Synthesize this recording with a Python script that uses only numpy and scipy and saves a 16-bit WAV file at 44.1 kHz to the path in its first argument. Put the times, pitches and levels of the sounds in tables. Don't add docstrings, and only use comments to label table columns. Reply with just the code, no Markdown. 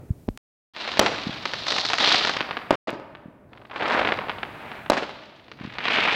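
import sys
import numpy as np
from scipy import signal
from scipy.fft import rfft
from scipy.io import wavfile
from scipy.ndimage import uniform_filter1d

SR = 44100
rng = np.random.default_rng(int(sys.argv[2]) if len(sys.argv) > 2 else 0)


def wav_out(sig):
    wavfile.write(sys.argv[1], SR, np.round(np.clip(np.atleast_2d(sig).T, -1, 1) * 32767).astype(np.int16))


N = 271435
TIME = np.arange(N) / SR

# start_s, drive_db (before overload), pitch_hz, crack_db (relative to the blast),
# slap_gain_db, slap_pitch_ratio
SHELLS = [(0.9934, 8, 655, -8, 4, 0.84), (2.7075, 3.5, 583, -25.5, -1.5, 0.55),
          (4.8998, 3, 630, -14.5, 6, 0.93)]
# start_s, end_s
GAPS = [(.3755, .736), (2.7555, 2.8725)]


def amp(db):
    return 10 ** (np.asarray(db) / 20)


def unit_rms(x):
    return x / np.sqrt(np.mean(x ** 2) + 1e-20)


def levelled(x, size):
    power = uniform_filter1d(uniform_filter1d(x ** 2, size), size)
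    return x / np.sqrt(abs(power) + 1e-20)


def curve_at(points, hz):
    point_hz, value = np.transpose(points)
    return np.interp(np.log(hz + 1), np.log(point_hz + 1), value)


def add(mix, start_s, sound):
    part = mix[max(round(start_s * SR), 0):][:len(sound)]
    part += sound[:len(part)]


def lowpass(x, hz, order):
    return signal.sosfilt(signal.butter(order, min(hz, .45 * SR), fs=SR, output="sos"), x)


def ring(x, hz, damping):
    w = 2 * np.tan(np.pi * min(hz, .4 * SR) / SR)
    return signal.lfilter(*signal.bilinear([2 * damping * w, 0], [1, 2 * damping * w, w * w]), x)


def blast(hz, edge_hz, damping, order, size=4096):
    wave = lowpass(ring(signal.unit_impulse(size), hz, damping), edge_hz, order)
    return -wave / abs(wave).max()


def scatter(hz, edge_hz, decay_s, damping, order, size=4096):
    spray = unit_rms(lowpass(ring(rng.standard_normal(size), hz, damping), edge_hz, order))
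    return spray * np.exp(-np.arange(size) / SR / decay_s)


def thud(hz, edge_hz):
    wave = blast(hz, edge_hz, damping=.36, order=4)
    return wave - lowpass(wave, .15 * hz, order=1)


def background_noise():
    # time_s, rumble_db, hiss_db
    bed_levels = [(0, -44, -67.5), (.3, -57, -64.5), (.74, -68.5, -75), (.95, -44, -71), (1.6, -47.5, -68),
                  (2.65, -52, -66.5), (2.9, -56, -76.5), (3.4, -53.5, -80.5), (3.7, -54, -76),
                  (3.95, -44.5, -65.5), (4.5, -46, -64), (4.87, -50, -63), (4.92, -46, -70),
                  (5.3, -59.5, -80), (5.7, -48.5, -76), (6.15, -47, -65.5)]
    # frequency_hz, gain_db
    rumble_eq = [(20, -26), (50, -7), (130, 1.5), (200, -3), (300, -3), (600, -11), (1000, -23),
                 (2500, -32), (8000, -81)]
    time_s, *levels = np.transpose(bed_levels)
    rumble_db, hiss_db = (np.interp(TIME, time_s, level) for level in levels)
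    tone = amp(curve_at(rumble_eq, np.fft.rfftfreq(N, 1 / SR)))
    rumble = np.fft.irfft(rfft(rng.standard_normal(N)) * tone, N)
    return amp(rumble_db) * unit_rms(rumble) + amp(hiss_db) * rng.standard_normal(N)


def open_air(x, size=65536):
    # frequency_hz, t60_s
    echo_decay = [(100, 1.0), (600, 1.52), (1500, 1.46), (4000, 0.7), (9000, 0.5)]
    # frequency_hz, gain_db
    echo_eq = [(40, -6.5), (130, 4.5), (330, -7), (1200, -5.5), (3500, -6.5), (4800, 2.5), (7000, -1),
               (12000, -20)]
    hz, t, spectrum = signal.stft(rng.standard_normal(size), SR, nperseg=256)
    gain_db = curve_at(echo_eq, hz)[:, None] - 60 * t / curve_at(echo_decay, hz)[:, None]
    tail = signal.istft(spectrum * amp(gain_db), SR, nperseg=256)[1][:size]
    tail *= np.clip((np.arange(size) / SR - .016) / .004, 0, 1)
    return signal.fftconvolve(x, tail / np.linalg.norm(tail))[:N]


def mortar_thumps(slap_s=.025, slap_db=-4.5):
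    # start_s, peak_db
    launches = [(1.268, -17.5), (3.2566, -29.5), (5.6093, -26.5), (5.6488, -24)]
    out, lift = np.zeros(N), thud(hz=210, edge_hz=315)
    for start_s, peak_db in launches:
        add(out, start_s, amp(peak_db) * lift)
        add(out, start_s + slap_s, amp(peak_db + slap_db) * lift)
    return out


def close_knocks():
    # start_s, peak_db, pitch_hz, edge_hz
    knock_hits = [(0.1041, -13.5, 90, 190), (0.2815, -17.5, 90, 800), (0.2864, -11, 228, 700),
                  (0.288, -18, 228, 5000), (0.295, -27.5, 40, 123)]
    out = np.zeros(N)
    for start_s, peak_db, pitch_hz, edge_hz in knock_hits:
        add(out, start_s, amp(peak_db) * thud(pitch_hz, edge_hz))
    return out


def cloud_mix(t, swell_power=1.38):
    # start_s, level_db, swell_s, hold_s, fade_db_per_s, presence_db,
    # treble_db, snap_share (0 all sizzle, 1 all separate snaps)
    star_clouds = [(0.723, -31.5, 0.085, 0.31, 19, 0.5, -6, 0.5), (1.302, -38, 0.28, 0.049, 44.5, 0, 0, .2),
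                   (1.656, -27.5, 0.025, 0.085, 37, -4.5, -0.5, .75),
                   (1.979, -21, 0.028, 0.12, 54.5, 1, -2.5, 0.7), (2.293, -37, 0.11, 0.11, 33, 0, -22, .4),
                   (3.474, -45.5, 0.055, 0.11, 39, -19, -19, 0.75),
                   (3.685, -15, .24, 0.026, 54, -7.5, -19, 0.69),
                   (4.14, -34.5, 0.53, 0.11, 76, -2, -19.5, 0.1),
                   (4.899, -37, 0.072, 0.06, 41.5, 1, -9, 0.3),
                   (5.547, -40.5, 0.071, 0.21, 37, 2, -13, 0.7),
                   (5.741, -20.5, 0.2, 0.21, 24, 5.5, -13, .75)]
    start_s, level_db, swell_s, hold_s, fade_db_per_s, *traits = np.transpose(star_clouds)[:, :, None]
    age_s = t - start_s
    swell = np.clip(age_s / swell_s, 0, 1) ** swell_power
    fade_db = fade_db_per_s * np.maximum(age_s - swell_s - hold_s, 0)
    power = (swell * amp(level_db - fade_db)) ** 2 + 1e-14
    total = power.sum(0)
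    return [10 * np.log10(total)] + [(power * trait).sum(0) / total for trait in traits]


def sparks(per_s, spread_db, bands=14):
    out = np.zeros(N)
    for hz in np.geomspace(330, 5200, bands):
        strength = amp(spread_db * np.minimum(rng.exponential(1, N), 2))
        clicks = strength * (rng.random(N) < per_s / bands / SR)
        lag = np.round(rng.uniform(.0028, .0052, N) * SR).astype(int)
        bounces = np.bincount(np.arange(N) + lag, clicks)[:N]
        out -= ring(clicks + .89 * bounces, hz, damping=.45)
    return lowpass(out, 4660, order=6)


def star_crackle():
    # frequency_hz, gain_db
    crackle_eq = [(30, -33), (120, -3), (230, 8), (400, -8), (620, 3), (1200, -0.5), (2300, -0.5),
                  (4000, 11), (5200, 8.5), (7000, 12), (10000, 17.5), (16000, -17)]
    # frequency_hz, weight
    presence_band = [(1000, 0), (1600, .35), (2400, 1), (3000, .75), (4200, 0)]
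    # frequency_hz, weight
    treble_band = [(2400, 0.016), (3000, 0.67), (4200, 1.42), (6000, 1.39), (10000, 0.64)]
    coarse = TIME[::64]
    level_db, _, _, snap_share = (np.interp(TIME, coarse, curve) for curve in cloud_mix(coarse))
    snap_share = np.clip(snap_share, 0, 1)
    clumps = np.clip(unit_rms(uniform_filter1d(rng.standard_normal(N), size=250)), -2, 2)
    crowd = amp(.5 * (level_db + 30.5) + 4.5 * clumps)
    snaps = levelled(sparks(per_s=520 * crowd, spread_db=10.5), size=1200)
    sizzle = levelled(sparks(per_s=12000, spread_db=.5), size=1200)
    blend = np.sqrt(snap_share) * snaps + np.sqrt(1 - snap_share) * sizzle
    hz, t, spectrum = signal.stft(blend, SR, nperseg=256, noverlap=192)
    _, presence_db, treble_db, _ = cloud_mix(t)
    hz = hz[:, None]
    brightness_db = curve_at(presence_band, hz) * presence_db + curve_at(treble_band, hz) * treble_db
    spectrum *= amp(curve_at(crackle_eq, hz) + brightness_db)
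    return signal.istft(spectrum, SR, nperseg=256, noverlap=192)[1][:N] * amp(level_db - 2)


def stray_stars(max_per_s=22, over_cloud_db=11, cap_db=-15, spread_db=.5, count=200):
    when, chance, size, bounce = rng.random((count, 4)).T
    start_s = when * N / SR
    cloud_db, _, _, snap_share = cloud_mix(start_s)
    level_db = np.minimum(cloud_db + over_cloud_db, cap_db)
    level_db += spread_db * (2 * size - 1)
    fires = chance < snap_share * max_per_s * N / SR / count
    return np.transpose([start_s, level_db, .0028 + .0022 * bounce])[fires]


def star_pops(reference_hz=2660, treble_db_per_octave=28):
    # time_s, level_db, bounce_delay_s
    loud_stars = [(.7646, -21.5, 0.0056), (.877, -17, 0.0018), (.9722, -14, 0.0057), (1.0623, -5, 0.0048),
                  (1.4555, -10.5, .0034), (1.536, -13, 0.0055), (1.6674, -13.5, 0.0033),
                  (1.6834, -15, 0.0038), (1.7214, -10, 0.0046), (1.7641, -13, 0.0038),
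                  (1.7831, -9.5, 0.0028), (1.8514, -14.5, 0.0037), (1.9013, -11.5, 0.0034),
                  (1.9341, -6.5, 0.0069), (1.9839, -8.5, 0.0031), (2.0041, -11, .0051),
                  (2.0413, -9.5, 0.0036), (2.0755, -9, 0.0038), (2.1188, -8.5, 0.004), (2.145, -4, 0.0036),
                  (2.2497, -8.5, 0.0022), (2.273, -9.5, .0043), (2.2949, -8.5, 0.0025),
                  (2.3672, -12, 0.0036), (2.4068, -9, 0.0065), (2.51, -13, .0043), (2.5699, -13, 0.0043),
                  (2.8925, -15.5, 0.004), (3.1512, -28, 0.0045), (3.5329, -33, 0.0023),
                  (3.6162, -38, .0039), (3.9946, -12, 0.0031), (4.0152, -12, 0.0038), (4.0499, -10, 0.0028),
                  (4.0737, -8.5, .0029), (4.0889, -11, 0.0036), (4.1218, -7, .0034), (4.1888, -15, 0.0018),
                  (4.2961, -12.5, 0.0041), (4.4315, -14, .003), (4.862, -26, 0.0031), (5.4824, -36, 0.003),
                  (5.5165, -26.5, 0.0043), (5.785, -15.5, 0.0041), (5.8549, -10.5, 0.0035),
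                  (5.8833, -9.5, .0028), (5.9105, -17, 0.0053), (5.9856, -11, 0.0032),
                  (6.0763, -12, 0.0056)]
    out, stars = np.zeros(N), np.vstack([loud_stars, stray_stars()])
    _, _, treble_db, _ = cloud_mix(stars[:, 0])
    pitches = reference_hz * 2 ** (treble_db / treble_db_per_octave)
    for (time_s, level_db, bounce_delay_s), hz in zip(stars, pitches):
        snap = amp(level_db + 2) * blast(.75 * hz, 2.1 * hz, damping=.7, order=5)
        spray = scatter(.31 * hz, 2.24 * hz, decay_s=.0056, damping=.8, order=5)
        start_s = time_s - .0002
        add(out, start_s, snap)
        add(out, start_s + bounce_delay_s, .76 * snap)
        add(out, start_s + .0203, .28 * snap)
        add(out, start_s, amp(level_db - 10) * spray)
    return out


def shell_slaps():
    # delay_s, level_db, base_pitch_hz, scatter_db (relative to the slap)
    reflectors = [(0.0201, -11, 532, -19.5), (0.0334, -16, 1008, -13), (0.0692, -25.5, 875, -4),
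                  (0.0756, -25.5, 700, -0.5), (.125, -20, 480, -18), (.132, -22.5, 640, -12.5),
                  (.194, -25.5, 836, -21)]
    out = np.zeros(N)
    for start_s, *_, gain_db, pitch_ratio in SHELLS:
        for delay_s, level_db, base_hz, scatter_db in reflectors:
            spray = scatter(pitch_ratio * base_hz, 4400, decay_s=.015, damping=.73, order=3)
            slap = blast(pitch_ratio * base_hz, 3500, damping=.27, order=2)
            add(out, start_s + delay_s, amp(gain_db + level_db) * (slap + amp(scatter_db) * spray))
    return out


def stall_echoes(x, stall_s=.097):
    held = (TIME > GAPS[1][0]) & (TIME < SHELLS[2][0] - stall_s)
    return np.where(held, np.roll(x, round(stall_s * SR)), x)


def overload(x, ceiling):
    return x / (1 + (x / ceiling) ** 16) ** (1 / 16)


def shell_bangs():
    out = np.zeros(N)
    for start_s, drive_db, pitch_hz, crack_db, *_ in SHELLS:
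        crack = scatter(3600, 5500, decay_s=.0016, damping=.35, order=2)
        wave = amp(drive_db) * (blast(pitch_hz, 1400, damping=.5, order=2) + amp(crack_db) * crack)
        wave += amp(drive_db - 17.5) * blast(290, 800, damping=.47, order=2)
        rumble = scatter(480, 3000, decay_s=.06, damping=.6, order=3, size=16384)
        add(out, start_s, wave)
        add(out, start_s + .0033, .58 * wave)
        add(out, start_s, amp(drive_db - 27) * rumble)
    out = overload(out, ceiling=.6)
    return out - lowpass(out, 55, order=1)


def scene():
    shells = shell_bangs()
    thumps = mortar_thumps() + close_knocks()
    bed = star_crackle() + background_noise()
    bursts = stall_echoes(shells + shell_slaps() + open_air(amp(-17.5) * shells))
    pops = star_pops()
    echo = open_air(amp(-13.5) * pops + amp(-29.5) * thumps)
    return (bursts + pops + thumps + echo + bed)[None]


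def record(dry, top_hz=16000):
    # start_s, peak_db
    gap_clicks = [(.3752, -19.5), (2.905, -21.5)]
    live = TIME < TIME[-40]
    for start_s, end_s in GAPS:
        live &= (TIME < start_s) | (TIME > end_s)
    out = dry[0] * uniform_filter1d(1. * live, size=40)
    for start_s, peak_db in gap_clicks:
        add(out, start_s, amp(peak_db) * blast(1433, 21000, damping=.63, order=1))
    high_cut = signal.firwin(255, top_hz, window=("kaiser", 8), fs=SR)
    return signal.oaconvolve(out, high_cut, "same")[None]


dry = scene()
out = record(dry)
wav_out(out)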